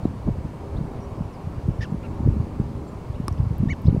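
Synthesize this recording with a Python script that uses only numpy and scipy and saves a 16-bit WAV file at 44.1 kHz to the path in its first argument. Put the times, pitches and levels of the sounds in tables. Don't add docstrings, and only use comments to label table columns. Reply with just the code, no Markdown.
import sys
import numpy as np
from scipy import signal
from scipy.fft import rfft, irfft
from scipy.io import wavfile
from scipy.ndimage import uniform_filter1d

SR = 44100
rng = np.random.default_rng(int(sys.argv[2]) if len(sys.argv) > 2 else 0)


def makeup_ratio(level_db):
    decades = np.asarray(level_db, float) / 20
    return 10 ** decades


def unload_audio(sound):
    columns = np.transpose(np.atleast_2d(sound))
    steps = np.round(np.clip(columns, -1, 1) * 32767)
    wavfile.write(sys.argv[1], SR, steps.astype(np.int16))


N = 176400


def evened(x):
    return x / np.sqrt(np.mean(x ** 2) + 1e-20)


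def read(points, hz):
    f, value = np.transpose(points)
    return np.interp(np.log(hz + 1), np.log(f + 1), value)


def over_time(points, t):
    return np.interp(t, *np.transpose(points))


def add(mix, s, sound):
    part = mix[round(s * SR):][:len(sound)]
    part += sound[:len(part)]


def slow(rate_hz):
    pole = np.exp(-2 * np.pi * rate_hz / SR)
    return evened(signal.lfilter([1], [1, -pole], rng.standard_normal(N)))


def coloured(points, count):
    gain = makeup_ratio(read(points, np.fft.rfftfreq(count, 1 / SR)))
    return evened(irfft(rfft(rng.standard_normal(count)) * gain, count))


# (frequency [Hz], density [dB per Hz])
WASH_COLOUR = [(25, -7), (85, -4), (400, -9.5), (1120, -18.5), (1500, -28), (3400, -39.5), (9000, -46.5),
               (16000, -57)]
# (centre [Hz], width [Hz], height [dB])
WASH_HUMPS = [(992, 55, 2.5), (2255, 57, 4), (2740, 260, 2), (4500, 360, 2.5)]
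# (time [s], level [dB])
WASH_SWELL = [(0, -0.5), (.3, -1), (.7, 0), (.85, 1.5), (1.2, 2), (1.4, 0), (2.0, -0.5), (2.6, -0.5),
              (3.05, -1), (4, 0)]
WASH_DB, PATCH_DB, EDGE_HZ = -38, 1.0, 15780
SWELL_HZ, SWELL_OCTAVES = 650, 0.58


def wash():
    hop = 256
    frames, hz = N // hop + 5, np.fft.rfftfreq(1024, 1 / SR)
    real, imaginary, patches = rng.standard_normal((frames, 513, 3)).T
    patches = uniform_filter1d(patches, size=10, axis=0)
    patches = evened(uniform_filter1d(patches, size=12, axis=1))
    colour = read(WASH_COLOUR, hz)
    for centre, width, db in WASH_HUMPS:
        colour = colour + db * np.exp(-.5 * ((hz - centre) / width) ** 2)
    middle = np.exp(-.5 * (np.log2((hz + 1) / SWELL_HZ) / SWELL_OCTAVES) ** 2)
    swell_db = np.outer(middle, over_time(WASH_SWELL, np.arange(frames) * hop / SR))
    gain = makeup_ratio(colour[:, None] + PATCH_DB * patches + swell_db) * (hz < EDGE_HZ)[:, None]
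    noise = signal.istft((real + 1j * imaginary) * gain, nperseg=1024, noverlap=1024 - hop)[1]
    return makeup_ratio(WASH_DB) * evened(noise[:N])


# (frequency [Hz], level [dB])
MOTOR_LINES = [(240, -47.5), (300, -52), (320, -50), (401, -48.5), (490, -59), (560, -54.5), (802, -60),
               (900, -62)]
# (time [s], level [dB])
MOTOR_SWELL = [(0, -17), (.5, -15), (.65, 3), (1.1, -1.5), (1.3, -12), (1.85, -6.5), (2.0, -0.5),
               (2.85, -0.5), (3.05, -16), (4, -18)]


def hum():
    lines = np.zeros(N)
    for hz, db in MOTOR_LINES:
        level = makeup_ratio(db + 3.1 * slow(1.7))
        pitch = hz + 2.4 * slow(3.85)
        lines += level * np.sin(2 * np.pi * np.cumsum(pitch) / SR)
    return np.sqrt(2) * lines * makeup_ratio(over_time(MOTOR_SWELL, np.arange(N) / SR))


def glide(length, from_hz, to_hz, db):
    u = np.arange(0, length, 1 / SR) / length
    chance = rng.standard_normal((2, 2048))
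    for _ in range(2):
        chance = uniform_filter1d(chance, size=90, axis=1)
    shake, flutter = (evened(v)[:len(u)] for v in chance)
    hz = (from_hz + (to_hz - from_hz) * u) * (1 + .006 * shake)
    level = np.sqrt(2) * makeup_ratio(db + 1.6 * flutter) * np.sin(np.pi * u) ** 0.63
    return level * np.sin(2 * np.pi * np.cumsum(hz) / SR)


# (start [s], length [s], start pitch [Hz], end pitch [Hz], level [dB])
GLIDES = [(.032, .012, 4000, 4500, -64), (.048, 0.013, 3820, 4020, -59.5), (.76, 0.028, 3190, 4420, -57.5),
          (1.898, .03, 7700, 7200, -68), (2.873, .032, 7560, 7150, -64), (3.137, 0.019, 3140, 4120, -62),
          (3.149, 0.017, 2320, 3100, -57), (3.371, .02, 2570, 3700, -60), (3.376, 0.017, 4200, 5370, -61),
          (3.844, .017, 4950, 5300, -61), (3.856, 0.014, 4400, 5700, -57),
          (3.859, 0.025, 3160, 4800, -51.5), (3.86, .009, 5700, 6300, -65), (3.866, 0.012, 4500, 5500, -58),
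          (3.87, 0.011, 2880, 3240, -60.5), (3.883, .01, 4600, 4300, -62), (3.887, 0.019, 3250, 4280, -62),
          (3.887, .028, 2150, 3350, -60)]


def bubbles_and_peeps():
    out = np.zeros(N)
    for start, *shape in GLIDES:
        add(out, start, glide(*shape))
    return out


RASP_AT, RASP_S = 1.83, 0.013


def call(curve, throat, jitter, count):
    s, hz, db = np.transpose(curve)
    t = np.arange(s[0], s[-1], 1 / SR)
    shake = evened(uniform_filter1d(rng.standard_normal(N)[:len(t)], size=30))
    pitch = uniform_filter1d(np.interp(t, s, hz), size=150) * (1 + jitter * shake)
    turns = np.cumsum(pitch) / SR
    choke_db = -12.5 * np.exp(-.5 * ((t - RASP_AT) / RASP_S) ** 2)
    voice = np.zeros(len(t))
    for k in range(1, count + 1):
        gain_db = read(throat, k * pitch) + (k > 1) * choke_db
        voice += makeup_ratio(gain_db) * np.sin(2 * np.pi * k * turns)
    ends = np.clip(np.minimum(t - s[0], s[-1] - t) / 0.0046, 0, 1)
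    level = np.sqrt(2) * makeup_ratio(uniform_filter1d(np.interp(t, s, db), size=100))
    return s[0], level * ends * voice


# (time [s], pitch [Hz], level [dB])
ARCH = [(2.025, 1054, -58), (2.04, 1390, -57), (2.055, 1373, -56), (2.072, 1190, -62)]
WARBLE = [(1.0, 5500, -69), (1.015, 5880, -67), (1.033, 5584, -62), (1.06, 5950, -67)]
FALL = [(1.327, 5780, -71), (1.335, 5850, -64), (1.343, 5030, -65), (1.354, 5000, -62), (1.366, 4250, -64)]


def far_birds():
    out = np.zeros(N)
    add(out, *call(ARCH, [(1300, 4), (2700, 4), (5400, -21)], jitter=.07, count=4))
    for curve in (WARBLE, FALL):
        add(out, *call(curve, [(1, 0), (2, 0)], jitter=.004, count=1))
    return out


# (frequency [Hz], density [dB per Hz])
RASP_COLOUR = [(1300, -7), (2500, 9), (4100, -7), (5000, 4), (6800, -8), (8000, -23), (10200, -19),
               (16000, -36)]


def rasp():
    swell = np.exp(-.5 * abs((np.arange(N) / SR - RASP_AT) / RASP_S) ** 3)
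    return makeup_ratio(-42) * coloured(RASP_COLOUR, N) * swell


# (time [s], pitch [Hz], level [dB])
HOARSE = [(1.807, 1990, -30), (1.811, 1765, -40), (1.822, 1726, -39), (1.832, 1916, -36.5),
          (1.843, 1720, -41.5), (1.855, 1380, -49), (1.863, 1200, -62)]
CLEAR = [(3.683, 1520, -56), (3.688, 1836, -47), (3.694, 1820, -43), (3.703, 2180, -37), (3.711, 2264, -34),
         (3.72, 2190, -36), (3.732, 1796, -46), (3.744, 1270, -59)]
SECOND = [(3.695, 2390, -70), (3.703, 2870, -53), (3.714, 2980, -50), (3.728, 2980, -55),
          (3.742, 2500, -54)]
# (frequency [Hz], gain [dB])
HOARSE_THROAT = [(2000, 0.5), (2800, 2.5), (3700, -11), (4600, -16), (5300, -8), (7000, -28), (9000, -36)]
CLEAR_THROAT = [(2300, 3.5), (3200, -3), (4400, -22.5), (6700, -17.5), (8500, -46)]


def near_birds():
    out = rasp()
    add(out, *call(HOARSE, HOARSE_THROAT, jitter=0.023, count=6))
    add(out, *call(CLEAR, CLEAR_THROAT, jitter=0.0034, count=4))
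    add(out, *call(SECOND, [(3000, 2), (6000, -10)], jitter=0.0052, count=2))
    return out


def click(db, crack, modes, crack_s, bounce_db, ring_db):
    t = np.arange(2048) / SR
    ring = np.zeros(len(t))
    for k, (hz, mode_db, t60) in enumerate(modes):
        ring += (-1) ** k * makeup_ratio(mode_db - 60 * t / t60) * np.sin(2 * np.pi * hz * t)
    ring *= np.minimum(t / 0.00074, 1)
    burst = 3 * (t == 0) + rng.standard_normal(len(t)) * np.exp(-t / crack_s)
    gain = makeup_ratio(read(crack, np.fft.rfftfreq(len(t), 1 / SR)))
    tap = irfft(rfft(np.roll(burst, 30)) * gain, len(t)) * np.minimum(t * SR / 30, 1)
    tap = 1.33 * tap / abs(tap).max()
    bounce = uniform_filter1d(np.interp(t - .0017, t, tap, left=0), size=9)
    sound = makeup_ratio(ring_db) * ring + tap + makeup_ratio(bounce_db) * bounce
    return makeup_ratio(db) * sound / abs(sound).max()


# (time [s], level [dB], ring [dB])
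SNAP = (3.2811, -11.5, 1)
# (time [s], level [dB], ring [dB])
TICKS = [
    (3.581, -41, 1),
    (3.819, -39, -14),
]
# (frequency [Hz], level [dB], t60 [s])
SNAP_MODES = [(826, -9.5, 0.019), (1124, -1, 0.021), (1770, -18, 0.019)]
TICK_MODES = [(13140, 1, .012)]
# (frequency [Hz], density [dB per Hz])
SNAP_CRACK = [(600, -6), (2300, 0), (2800, -7), (5600, 0), (6200, -36), (7300, -26), (8100, -8),
              (16000, -27)]
TICK_CRACK = [(6000, -25), (9000, -10), (13000, 2), (16000, -8)]


def bill():
    out = np.zeros(N)
    s, db, ring_db = SNAP
    add(out, s, click(db, SNAP_CRACK, SNAP_MODES, crack_s=0.00036, bounce_db=-6.0, ring_db=ring_db))
    for s, db, ring_db in TICKS:
        add(out, s, click(db, TICK_CRACK, TICK_MODES, crack_s=0.0005, bounce_db=-22.0, ring_db=ring_db))
    return out


def eddy(hz, phase):
    u = np.arange(-1323, 1323) / SR * hz
    swing = np.exp(-.5 * (u / 0.33) ** 2)
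    wave = swing * np.cos(2 * np.pi * (u + phase))
    return wave - swing * wave.sum() / swing.sum()


LUMP_HZ, SIZE_SPREAD = 81.7, 0.13
# (time [s], peak level
# [dB], pitch [Hz])
BUFFETS = [(0.056, -6.5, 213), (0.287, -7.5, 147), (0.45, -14.5, 127), (0.814, -13, 158), (1.211, -14, 133),
           (1.474, -16, 120), (1.687, -6.5, 118), (1.925, -14, 138), (1.946, -14, 131), (2.207, -11, 165),
           (2.233, -13.5, 108), (2.264, -11, 180), (2.288, -5, 106), (2.321, -22, 142), (2.369, -13.5, 143),
           (2.403, -9.5, 101), (2.601, -8, 134), (3.203, -14.5, 156), (3.316, -18, 108), (3.402, -10, 102),
           (3.511, -11, 121), (3.606, -8, 98), (3.634, -7.5, 142), (3.658, -12, 186), (3.674, -10.5, 131),
           (3.857, -12, 163), (3.885, -1.5, 118), (3.929, -8.5, 190), (3.948, -6.5, 190),
           (3.978, -9.5, 127), (3.999, -19, 120)]
# (time [s], peak level [dB], pitch [Hz])
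FLAPS = [(.054, -16.5, 440), (.28, -19, 370), (.273, -17, 272), (.295, -20.5, 440), (2.276, -11, 284),
         (2.598, -17, 287), (3.284, -18.5, 260), (.057, -26, 690), (.286, -25.5, 650), (.814, -25, 300),
         (.277, -23, 600), (.29, -17, 270), (1.68, -19, 270), (1.695, -19, 260), (.75, -24, 270),
         (1.9, -26, 280), (2.47, -25, 290), (2.756, -31, 280), (3.631, -20, 284), (3.883, -15.5, 346),
         (3.929, -22, 287), (3.946, -16, 290), (3.965, -17, 423)]
# (time [s], peak level [dB])
LUMPS = [(.03, -25), (0.07, -36), (0.264, -15), (.316, -18.5), (0.387, -17.5), (.564, -26), (.73, -24),
         (.758, -15.5), (0.855, -22), (0.988, -19.5), (1.076, -22.5), (1.122, -21), (1.255, -21),
         (1.581, -16), (1.658, -15), (1.704, -20), (1.794, -15.5), (1.827, -20.5), (2.094, -16.5),
         (2.656, -20), (2.754, -18.5), (2.924, -26), (3.103, -15.5), (3.145, -20.5), (3.252, -18.5),
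         (3.291, -17.5), (3.433, -17.5), (3.47, -13.5), (3.564, -20)]


def marked_eddies():
    out, marks = np.zeros(N), np.zeros(N)
    rows = [*BUFFETS, *FLAPS, *((*row, LUMP_HZ) for row in LUMPS)]
    first_lump = len(BUFFETS) + len(FLAPS)
    for k, (s, db, hz) in enumerate(rows):
        phase, odd = rng.random(2)
        if k >= first_lump:
            hz = hz * (1 + SIZE_SPREAD * (2 * odd - 1))
        flip = .5 * (odd < .5)
        add(out, max(s - .03, 0), makeup_ratio(db) * eddy(hz, phase / 4 - flip))
        add(marks, s, [makeup_ratio(2 * db)])
    return out, marks


EDDIES_PER_S, EDDY_SPREAD_DB, EDDY_LOW_HZ, EDDY_TOP_HZ = 160, 2.0, 60.6, 233


def small_eddies():
    size = makeup_ratio(EDDY_SPREAD_DB * np.minimum(rng.exponential(1, N), 4))
    size = size * (rng.random(N) < EDDIES_PER_S / SR)
    kind = rng.integers(0, 24, N)
    out = np.zeros(N)
    for k, hz in enumerate(np.geomspace(EDDY_LOW_HZ, EDDY_TOP_HZ, 24)):
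        swing = eddy(hz, rng.random()) * (LUMP_HZ / hz) ** 0.32
        out += signal.oaconvolve(size * (kind == k), swing, "same")
    return evened(out)


CALM_DB, WAKE_DB, WAKE_RISE_S, WAKE_FALL_S = -36.5, -15, .012, .028
RUMBLE_HZ, RUMBLE_DB, MIC_HZ = 54, -12, 56


def wind():
    strikes, marks = marked_eddies()
    t = np.arange(-SR // 4, SR // 4) / SR
    wake_shape = np.exp(-np.maximum(t / WAKE_FALL_S, -t / WAKE_RISE_S))
    wake = signal.oaconvolve(marks, wake_shape, "same")
    gust = np.sqrt(makeup_ratio(2 * CALM_DB) + makeup_ratio(2 * WAKE_DB) * abs(wake))
    thumps = strikes + small_eddies() * gust
    low = signal.butter(2, [RUMBLE_HZ * .62, RUMBLE_HZ], "band", fs=SR, output="sos")
    rumble = evened(signal.sosfilt(low, rng.standard_normal(N)))
    mic = signal.butter(2, MIC_HZ, "high", fs=SR)
    return signal.lfilter(*mic, thumps) + makeup_ratio(RUMBLE_DB) * rumble * gust


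def scene():
    mix = wind() + wash() + hum() + near_birds() + far_birds() + bubbles_and_peeps() + bill()
    return mix[None]


def top_cut(x):
    return signal.sosfilt(signal.butter(12, 16530, fs=SR, output="sos"), x)


def record(dry):
    low_pass = signal.firwin(255, 16250, fs=SR)
    mix = signal.oaconvolve(dry, low_pass[None], "same")
    return top_cut(mix)


dry = scene()
out = record(dry)
unload_audio(out)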